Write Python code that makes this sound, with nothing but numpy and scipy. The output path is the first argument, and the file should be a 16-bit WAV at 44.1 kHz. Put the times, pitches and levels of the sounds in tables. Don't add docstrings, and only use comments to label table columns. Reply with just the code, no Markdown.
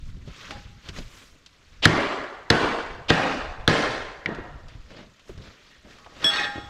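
import sys
import numpy as np
from scipy import signal
from scipy.io import wavfile
from scipy.ndimage import uniform_filter1d

SR = 44100
rng = np.random.default_rng(int(sys.argv[2]) if len(sys.argv) > 2 else 0)


def inscribe(sig):
    pcm = np.round(np.clip(np.atleast_2d(sig).T, -1, 1) * 32767)
    wavfile.write(sys.argv[1], SR, pcm.astype(np.int16))


N = 295029


def gain_of(db):
    return 10 ** (np.asarray(db) / 20)


def evened(x):
    return x / np.sqrt(np.mean(x ** 2) + 1e-20)


def read(points, hz):
    f, value = np.transpose(points)
    return np.interp(np.log(hz + 1), np.log(f + 1), value)


def add(mix, s, sound):
    part = mix[round(s * SR):][:len(sound)]
    part += sound[:len(part)]


def band(x, hz, width):
    b, a = signal.iirpeak(hz, hz / width, SR)
    return signal.lfilter(b, a, x)


def dull(x, hz):
    return signal.sosfilt(signal.butter(3, hz, fs=SR, output="sos"), x)


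def ring(hz, db, t60, length_s, spread_db, damping):
    hz, t60 = np.array(hz, float)[:, None], np.array(t60)[:, None]
    t = np.arange(round(length_s * SR)) / SR
    db = np.array(db)[:, None] + spread_db * rng.standard_normal(hz.shape)
    fading = gain_of(db - 60 * damping * t / t60)
    modes = fading * np.sin(2 * np.pi * hz * t)
    return modes.sum(0) / np.linalg.norm(gain_of(db))


def hiss(level_db, size, patchy_db, flicker_db, count=N):
    hop = size / 4
    frames, hz = count * 4 // size + 5, np.fft.rfftfreq(size, 1 / SR)[:, None]
    a, b, patches = rng.standard_normal((3, len(hz), frames))
    patches = uniform_filter1d(patches, size=9, axis=0)
    patches = evened(uniform_filter1d(patches, size=9, axis=1))
    flicker = rng.standard_normal(frames)
    db = level_db(hz, np.arange(frames) * hop / SR) + patchy_db * patches + flicker_db * flicker
    spectra = (a + 1j * b) * gain_of(db)
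    return signal.istft(spectra, nperseg=size, noverlap=size * 3 // 4)[1][:count]


# t/s, level/dB
WIND_LEVEL = [(0, -40), (.28, -37), (.36, -48.5), (.78, -42), (.83, -55), (1.0, -37), (1.13, -54),
              (1.6, -69), (1.76, -45.5), (2.4, -60), (3.03, -42), (3.2, -48), (3.55, -42.5), (4.0, -40.5),
              (4.25, -50), (4.52, -36.5), (4.68, -50), (4.77, -42.5), (5.08, -51.5), (5.2, -72.5),
              (5.362, -39.5), (5.6, -79), (5.93, -57), (6.4, -62), (6.69, -45)]
# f/Hz, relative level per Hz/dB
WIND_COLOUR = [(7.1, -30), (12, 2.5), (48, -1), (131, -8), (272, -23), (308, -28), (408, -35), (500, -35.5),
               (650, -49), (1100, -120)]


def wind():
    s, db = np.transpose(WIND_LEVEL)
    noise = evened(hiss(lambda hz, t: read(WIND_COLOUR, hz), size=2048, patchy_db=3.0, flicker_db=4.0))
    gusts = gain_of(np.interp(np.arange(N) / SR, s, db))
    return noise * np.hypot(gusts, gain_of(-62))


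# f/Hz, relative level per Hz/dB
CLOTH_COLOUR = [(120, -25.5), (200, 15), (297, 1), (319, -10), (402, 2), (641, -3.5), (934, -18),
                (1040, -3), (3780, -6), (6830, -15), (9600, -32), (12100, -31.5), (14500, -39.5)]
# loudest t/s, swell/s, fade/s, level/dB, treble fizz/dB, low body/dB
BODY_MOVES = [(.1, 0.11, 0.04, -56, 7, -25), (.29, 0.027, .12, -50, -4, -9), (.43, 0.13, 0.25, -42, -1, -4),
              (0.519, .03, 0.095, -44.5, -13, 6), (.885, 0.056, 0.032, -43, -1, -3),
              (0.974, .04, 0.066, -39, 3, -2), (1.19, 0.19, 0.14, -49, 10, -1),
              (1.7, 0.13, 0.34, -57.5, -2, -6), (4.69, .008, 0.15, -51.5, -11, -1),
              (4.91, .02, .06, -48, -13, 4), (4.989, 0.087, 0.073, -46, -9, 8.5),
              (5.29, 0.032, .07, -51.5, 7, 2.5), (5.45, 0.065, 0.11, -46.5, -3, 0.5),
              (5.72, 0.39, 0.12, -53.5, -3, -4), (5.855, .02, .09, -58, -5, 14),
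              (5.9, 0.046, 0.23, -50, 0, 0.5), (6.22, 0.11, .6, -44, -2, 3)]


def rustle():
    still_db = -58.5
    edge_db = -11.5

    def colour(hz, t):
        high = np.clip(np.log2(hz / 4500 + 1e-9), 0, 1)
        low = np.clip(np.log2(1300 / (hz + 1)), 0, 1)
        power = gain_of(2 * (still_db + 3.3 * high)) + 0 * t
        for s, swell, fade, db, fizz_db, body_db in BODY_MOVES:
            away = np.where(t < s, (s - t) / swell, (t - s) / fade)
            loudness = gain_of(2 * (db + edge_db * away ** 1.36))
            power = power + loudness * gain_of(2 * (high * fizz_db + low * body_db))
        return read(CLOTH_COLOUR, hz) + 10 * np.log10(power)
    steady = np.linalg.norm(gain_of(read(CLOTH_COLOUR, np.fft.rfftfreq(256, 1 / SR))))
    return hiss(colour, size=256, patchy_db=2.0, flicker_db=0.8) / steady


# t/s, scratch level/dB, thud level/dB, ground boom level/dB, scratch f/Hz, thud f/Hz
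SMALL_KNOCKS = [(0.168, -57, -39, -40, 3900, 150), (.275, -67, -54, -30.5, 1440, 150),
                (.507, -28, -40, -43, 1840, 294), (0.887, -30.5, -39, -33, 2940, 254),
                (0.962, -36.5, -45, -43, 1790, 250), (.985, -34, -29.5, -39.5, 3760, 203),
                (1.461, -40, -65, -75, 3540, 430), (4.288, -41, -23, -49, 900, 298),
                (4.31, -53, -28, -44, 900, 300), (4.347, -41, -43, -54.5, 3180, 300),
                (4.385, -58, -26.5, -34.5, 900, 280), (4.683, -46, -60.5, -56.5, 4000, 388),
                (4.75, -55, -47.5, -37.5, 1900, 150), (4.905, -47, -48.5, -61, 1500, 393),
                (5.194, -48.5, -62, -66, 2620, 402), (5.293, -49, -32, -39, 1210, 329),
                (5.376, -47.5, -54, -37, 3600, 250), (5.402, -53, -45, -46, 1340, 300),
                (5.47, -57, -44, -42.5, 1720, 221), (5.845, -60, -50, -48, 1820, 198),
                (5.985, -46, -67, -70, 1900, 400), (6.045, -47, -63, -75, 2460, 400),
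                (6.062, -49, -39, -49, 1250, 714), (6.244, -45, -25.5, -47, 1300, 190),
                (6.556, -44, -30, -37.5, 1600, 248), (6.578, -55, -28.5, -40, 1670, 250)]


def knocks():
    scratch_t60, thud_t60, boom_t60 = 0.048, 0.059, 0.15
    boom_hz = 45
    out, t = np.zeros(N), np.arange(6000) / SR
    rise = np.minimum(t / .0012, 1)

    def burst(noise, db, t60):
        shape = rise * gain_of(-60 * t / t60)
        shaped = noise * shape
        return gain_of(db) * shaped * np.linalg.norm(shape) / np.linalg.norm(shaped)
    for s, scratch_db, thud_db, boom_db, hz, thud_hz in SMALL_KNOCKS:
        scratch, thud, boom = rng.standard_normal((3, len(t)))
        scratch = band(scratch, hz, 0.73 * hz)
        thud = band(band(thud, thud_hz, 0.75 * thud_hz), thud_hz, 0.64 * thud_hz)
        boom = band(band(boom, boom_hz, 90), boom_hz, 90)
        add(out, s, burst(scratch, scratch_db, scratch_t60))
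        add(out, s, burst(thud, thud_db, thud_t60))
        add(out, s, burst(boom, boom_db, boom_t60))
    return dull(out, hz=6500)


# f/Hz, t60/s
SHED_T60 = [(60, 0.47), (150, 0.42), (400, 0.89), (1000, 1.033), (2000, 0.94), (4000, 0.78), (8000, 0.76),
            (15000, .55)]


def shed(x):
    tail = hiss(lambda hz, t: -60 * t / read(SHED_T60, hz), size=256, patchy_db=2.5, flicker_db=2.5,
                count=2 * SR)
    tail = tail * np.clip((np.arange(2 * SR) / SR - .008) / 0.019, 0, 1)
    return signal.fftconvolve(x, tail / np.linalg.norm(tail))[:N]


SHEET_MODES = [587, 727, 818, 845, 1071, 1136, 1260, 1384, 1408, 1594, 1733, 1824, 1868, 1915, 2040, 2153,
               2330, 2509, 2670, 2767, 3050, 3548, 3790, 3946, 4334, 4409, 4613, 4942, 5561, 5755, 6288]
SHEET_LEVELS = [-8, -11.5, -2, -11, -14.5, -10.5, -4, -13.5, -11.5, -3, -4, -8.5, 3, -7, -10.5, -6.5, -13,
                -6.5, -12, -11, -20, -6, -5.5, -16.5, -15, -10, -26, -24.5, -20, -20, -14.5]
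# f/Hz, t60/s
SHEET_RING_TIMES = [(700, 1), (1500, 0.68), (2000, 0.45), (4000, 0.11), (6500, 0.31)]


def sheet(damping, centre_hz, slope_db):
    hz = np.array(SHEET_MODES)
    db = np.array(SHEET_LEVELS) - slope_db * abs(np.log2(hz / centre_hz))
    return ring(hz, db, read(SHEET_RING_TIMES, hz), .5, spread_db=0.0, damping=damping)


# t/s, level/dB, centre f/Hz, damping (a factor: higher dies faster)
EDGE_BUMPS = [(.52, -37, 870, 3.7), (4.262, -32.5, 1940, 1.2), (4.35, -38, 1950, 0.76),
              (4.384, -40, 1950, 1.2), (4.46, -45.5, 1910, 1.7), (5.71, -50, 2040, 1.5),
              (5.89, -52.5, 1800, 1.3), (5.98, -54, 1110, 0.36), (6.12, -52, 810, 3),
              (6.262, -25, 1420, 0.8), (6.3, -29.5, 2750, 0.98), (6.312, -26, 4350, 1.5),
              (6.335, -15.5, 4430, 1.8), (6.365, -20.5, 3900, 1.3), (6.38, -20, 2509, 1.97),
              (6.391, -16.5, 1830, 2.5), (6.393, -30, 806, 1.07), (6.432, -24, 3800, 1.4),
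              (6.436, -27, 1560, 1.6)]


def clanks():
    out = np.zeros(N)
    for s, db, hz, damping in EDGE_BUMPS:
        sound = sheet(damping, hz, slope_db=45)
        soft_start = np.minimum(np.arange(len(sound)) / SR / 0.0043, 1)
        add(out, s, gain_of(db) * sound * soft_start)
    return out


# t/s, ring level/dB, click level/dB
BAR_STRIKES = [(6.244, -11.5, -12), (6.266, -16, -36), (6.341, -39, -30.5), (6.37, -31.5, -24)]
# t/s, loss/dB
GROUND_TOUCH = (6.305, 10)
BAR_MODES = [646, 1739, 1802, 3353, 5377, 5420, 7865, 10621, 13380, 13670]
BAR_LEVELS = [-18.5, -11, -23, 2, -21, -7, -19.5, -27, -44, -40]
# f/Hz, t60/s
BAR_RING_TIMES = [(600, 0.87), (3300, 0.6), (5400, 0.6), (8000, 0.58), (13500, 0.45)]


def bar():
    out = np.zeros(N)
    touch_s, loss_db = GROUND_TOUCH
    for s, ring_db, click_db in BAR_STRIKES:
        t60 = read(BAR_RING_TIMES, np.array(BAR_MODES))
        sound = gain_of(ring_db) * ring(BAR_MODES, BAR_LEVELS, t60, .5, spread_db=0, damping=1)
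        t = s + np.arange(len(sound)) / SR
        if s < touch_s:
            sound *= gain_of(-loss_db * np.clip((t - touch_s) / 0.0036, 0, 1))
        click = dull(rng.standard_normal(400), hz=3000)
        click = click * gain_of(click_db - 60 * (t[:400] - s) / .02)
        add(out, s, sound)
        add(out, s, click)
    return out


# t/s, level/dB
DRAG_LEVEL = [(6.19, -51.5), (6.25, -34.5), (6.3, -31.5), (6.34, -27), (6.395, -29), (6.444, -30),
              (6.5, -44.5), (6.6, -46.5)]
# f/Hz, relative level per Hz/dB
GRIT_COLOUR = [(120, -47), (200, 6), (677, -9), (812, -4.5), (1400, 1.5), (1510, -12), (1880, 0),
               (2020, -9), (3890, -4.5), (15500, -48)]


def drag():
    s, db = np.transpose(DRAG_LEVEL)
    t = np.arange(s[0], s[-1], 1 / SR)
    strength = gain_of(2.4 * rng.exponential(1, len(t)))
    ticks = strength * (rng.random(len(t)) < 2500 / SR)
    widths = 4.3 / read(SHEET_RING_TIMES, np.array(SHEET_MODES))
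    rung = np.zeros(len(t))
    for hz, mode_db, width in zip(SHEET_MODES, SHEET_LEVELS, widths):
        pushed = band(ticks * rng.standard_normal(len(t)), hz, 400)
        rung += gain_of(mode_db) * evened(band(pushed, hz, width))
    grit = hiss(lambda hz, t: read(GRIT_COLOUR, hz), size=256, patchy_db=2.0, flicker_db=4.0, count=len(t))
    grit_db = 3 - 24 * (t - s[0])
    sound = evened(rung) + gain_of(grit_db) * evened(grit)
    out = np.zeros(N)
    add(out, s[0], sound * gain_of(np.interp(t, s, db)) * signal.windows.tukey(len(t), .1))
    return out


# f/Hz, relative level per Hz/dB
ROAR_COLOUR = [(24, -41), (40, -12), (80, -10), (111, 15), (188, -3), (342, -6), (387, -11.5), (461, -6.5),
               (926, -11), (1770, -12), (2160, -16), (4350, -23), (7520, -39), (15500, -68)]
# f/Hz, share (0 to 1)
INSTANT_SHARE = [(200, 0.23), (2000, 0.41), (10000, 0.2)]
# f/Hz, build-up/s
WALL_BUILD_UP = [(500, .14), (2000, .18), (6000, .25)]


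def roar():
    def colour(hz, t):
        bass = np.clip(np.log2(400 / (hz + 1)), 0, 1)
        treble = np.clip(np.log2(hz / 2000 + 1e-9), 0, 2)
        now = np.clip(read(INSTANT_SHARE, hz), 0, 1)
        power = 0
        for s, *_, db, bass_db, treble_db in HAMMER_BLOWS:
            started = np.clip((t - s - .008) / 0.001, 1e-9, 1)
            built = np.clip((t - s) / read(WALL_BUILD_UP, hz), 0, 1)
            fill = started * (now + (1 - now) * built)
            fading_db = db + bass * bass_db + treble * treble_db - 60 * abs(t - s) / read(SHED_T60, hz)
            power = power + fill * gain_of(2 * fading_db)
        return read(ROAR_COLOUR, hz) + 10 * np.log10(power)
    wash = evened(hiss(colour, size=512, patchy_db=1.5, flicker_db=1.16)) * gain_of(-27)
    out, t = np.zeros(N), np.arange(4000) / SR
    edges = [round(row[0] * SR) for row in HAMMER_BLOWS] + [N]
    for a, b in zip(edges, edges[1:]):
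        crowd = rng.standard_normal(len(t)) * gain_of(-60 * t / 0.064)
        crowd = .36 * crowd / np.linalg.norm(crowd) + (t == 0)
        add(out, a / SR, signal.fftconvolve(wash[a:b], crowd))
    return out


# t/s, crack level/dB, plank thud level/dB, thud delay/s, thud centre f/Hz, crack f/Hz,
# upper crack level/dB, sheet ring level/dB, shed roar level/dB, roar bass/dB, roar treble/dB
HAMMER_BLOWS = [(1.854, 0, -2, 0.0049, 184, 1790, -6.5, -21, -10, 1.5, 1),
                (2.502, -6.5, -4.5, 0.0047, 420, 1770, -1.5, -20, -12, -4.5, 1),
                (3.103, -9.5, -3.5, 0.003, 517, 1820, -2, -14, -13, -1.5, 1.5),
                (3.677, -7, -5.5, 0.00517, 304, 1750, -4, -19.5, -12.5, -1, 2.5),
                (4.259, -17.5, -31, 0.00054, 300, 2000, -30, -38, -32.5, 1, -6.5)]
# f/Hz, relative level/dB, t60/s
PLANK_MODES = [(65, -8, .2), (113, -1, .2), (159, 1, .22), (235, -6, .12), (297, -6, .12), (340, -6, .1),
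               (450, -1, .08), (700, -5, .04)]
# start t/s, end t/s, level/dB
RASP_SWELLS = [(1.822, 1.852, -15), (3.083, 3.101, -18)]


def blows():
    out, t = np.zeros(N), np.arange(1200) / SR
    plank_hz, plank_level, plank_t60 = np.transpose(PLANK_MODES)
    for s, crack_db, thud_db, delay, thud_hz, hz, upper_db, ring_db, *_ in HAMMER_BLOWS:
        chatter = rng.standard_normal(len(t)) * gain_of(-60 * t / 0.021) * np.minimum(t / 0.00022, 1)
        upper = band(band(chatter, 2760, 2000), 3760, 1700) + 0.17 * band(chatter, 5700, 3500)
        main = band(band(chatter, hz, 1700), hz, 530)
        crack = main + gain_of(upper_db) * upper + 0.04 * band(chatter, 2400, 2000)
        onset = np.sqrt(np.mean(crack[:130] ** 2))
        add(out, s, gain_of(crack_db) * crack / onset)
        plank_db = plank_level - 5 * abs(np.log2(plank_hz / thud_hz))
        thud = ring(plank_hz, plank_db, plank_t60, 0.29, spread_db=1.5, damping=1)
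        add(out, s + delay, gain_of(thud_db) * thud)
        add(out, s, gain_of(ring_db) * sheet(damping=1.4, centre_hz=1700, slope_db=2.0))
    for start, end, db in RASP_SWELLS:
        rise = np.linspace(.05, 1, round((end - start) * SR))
        grit = rng.standard_normal(len(rise))
        rasp = band(band(grit, 2460, 2700), 2860, 2100) + 0.77 * band(grit, 620, 1100)
        add(out, start, gain_of(db) * rise * evened(rasp))
    out = signal.sosfilt(signal.butter(2, 70, "high", fs=SR, output="sos"), out)
    return dull(out, hz=5360)


# f/Hz, side level against middle/dB
STEREO_SIDE = [(60, -38), (300, -43), (2000, -39), (6000, -29), (10000, -19.5), (11500, 0), (15000, -1)]


def scene():
    small = knocks() + clanks() + bar() + drag()
    mid = blows() + roar() + small + gain_of(-16.0) * shed(small) + rustle() + wind()
    hz, _, z = signal.stft(mid, SR, nperseg=512)
    turn = np.exp(2j * np.pi * rng.random(z.shape))
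    side_spectra = z * turn * gain_of(read(STEREO_SIDE, hz))[:, None]
    side = signal.istft(side_spectra, SR, nperseg=512)[1][:N]
    return np.array([mid + side, mid - side])


def record(dry):
    power = signal.lfilter([.004], [1, -.996], (dry ** 2).mean(0))
    fall = np.arange(N) * 60. / SR
    held_db = np.maximum.accumulate(10 * np.log10(power + 1e-12) + fall) - fall
    over_db = held_db + 24
    cut_db = signal.lfilter([.003], [1, -.997], 0.37 * np.maximum(over_db, 0))
    clipped = np.tanh(dry / gain_of(cut_db))
    low_pass = signal.firwin(511, 15700, window=("kaiser", 9), fs=SR)
    return signal.oaconvolve(clipped, low_pass[None], "same")


dry = scene()
out = record(dry)
inscribe(out)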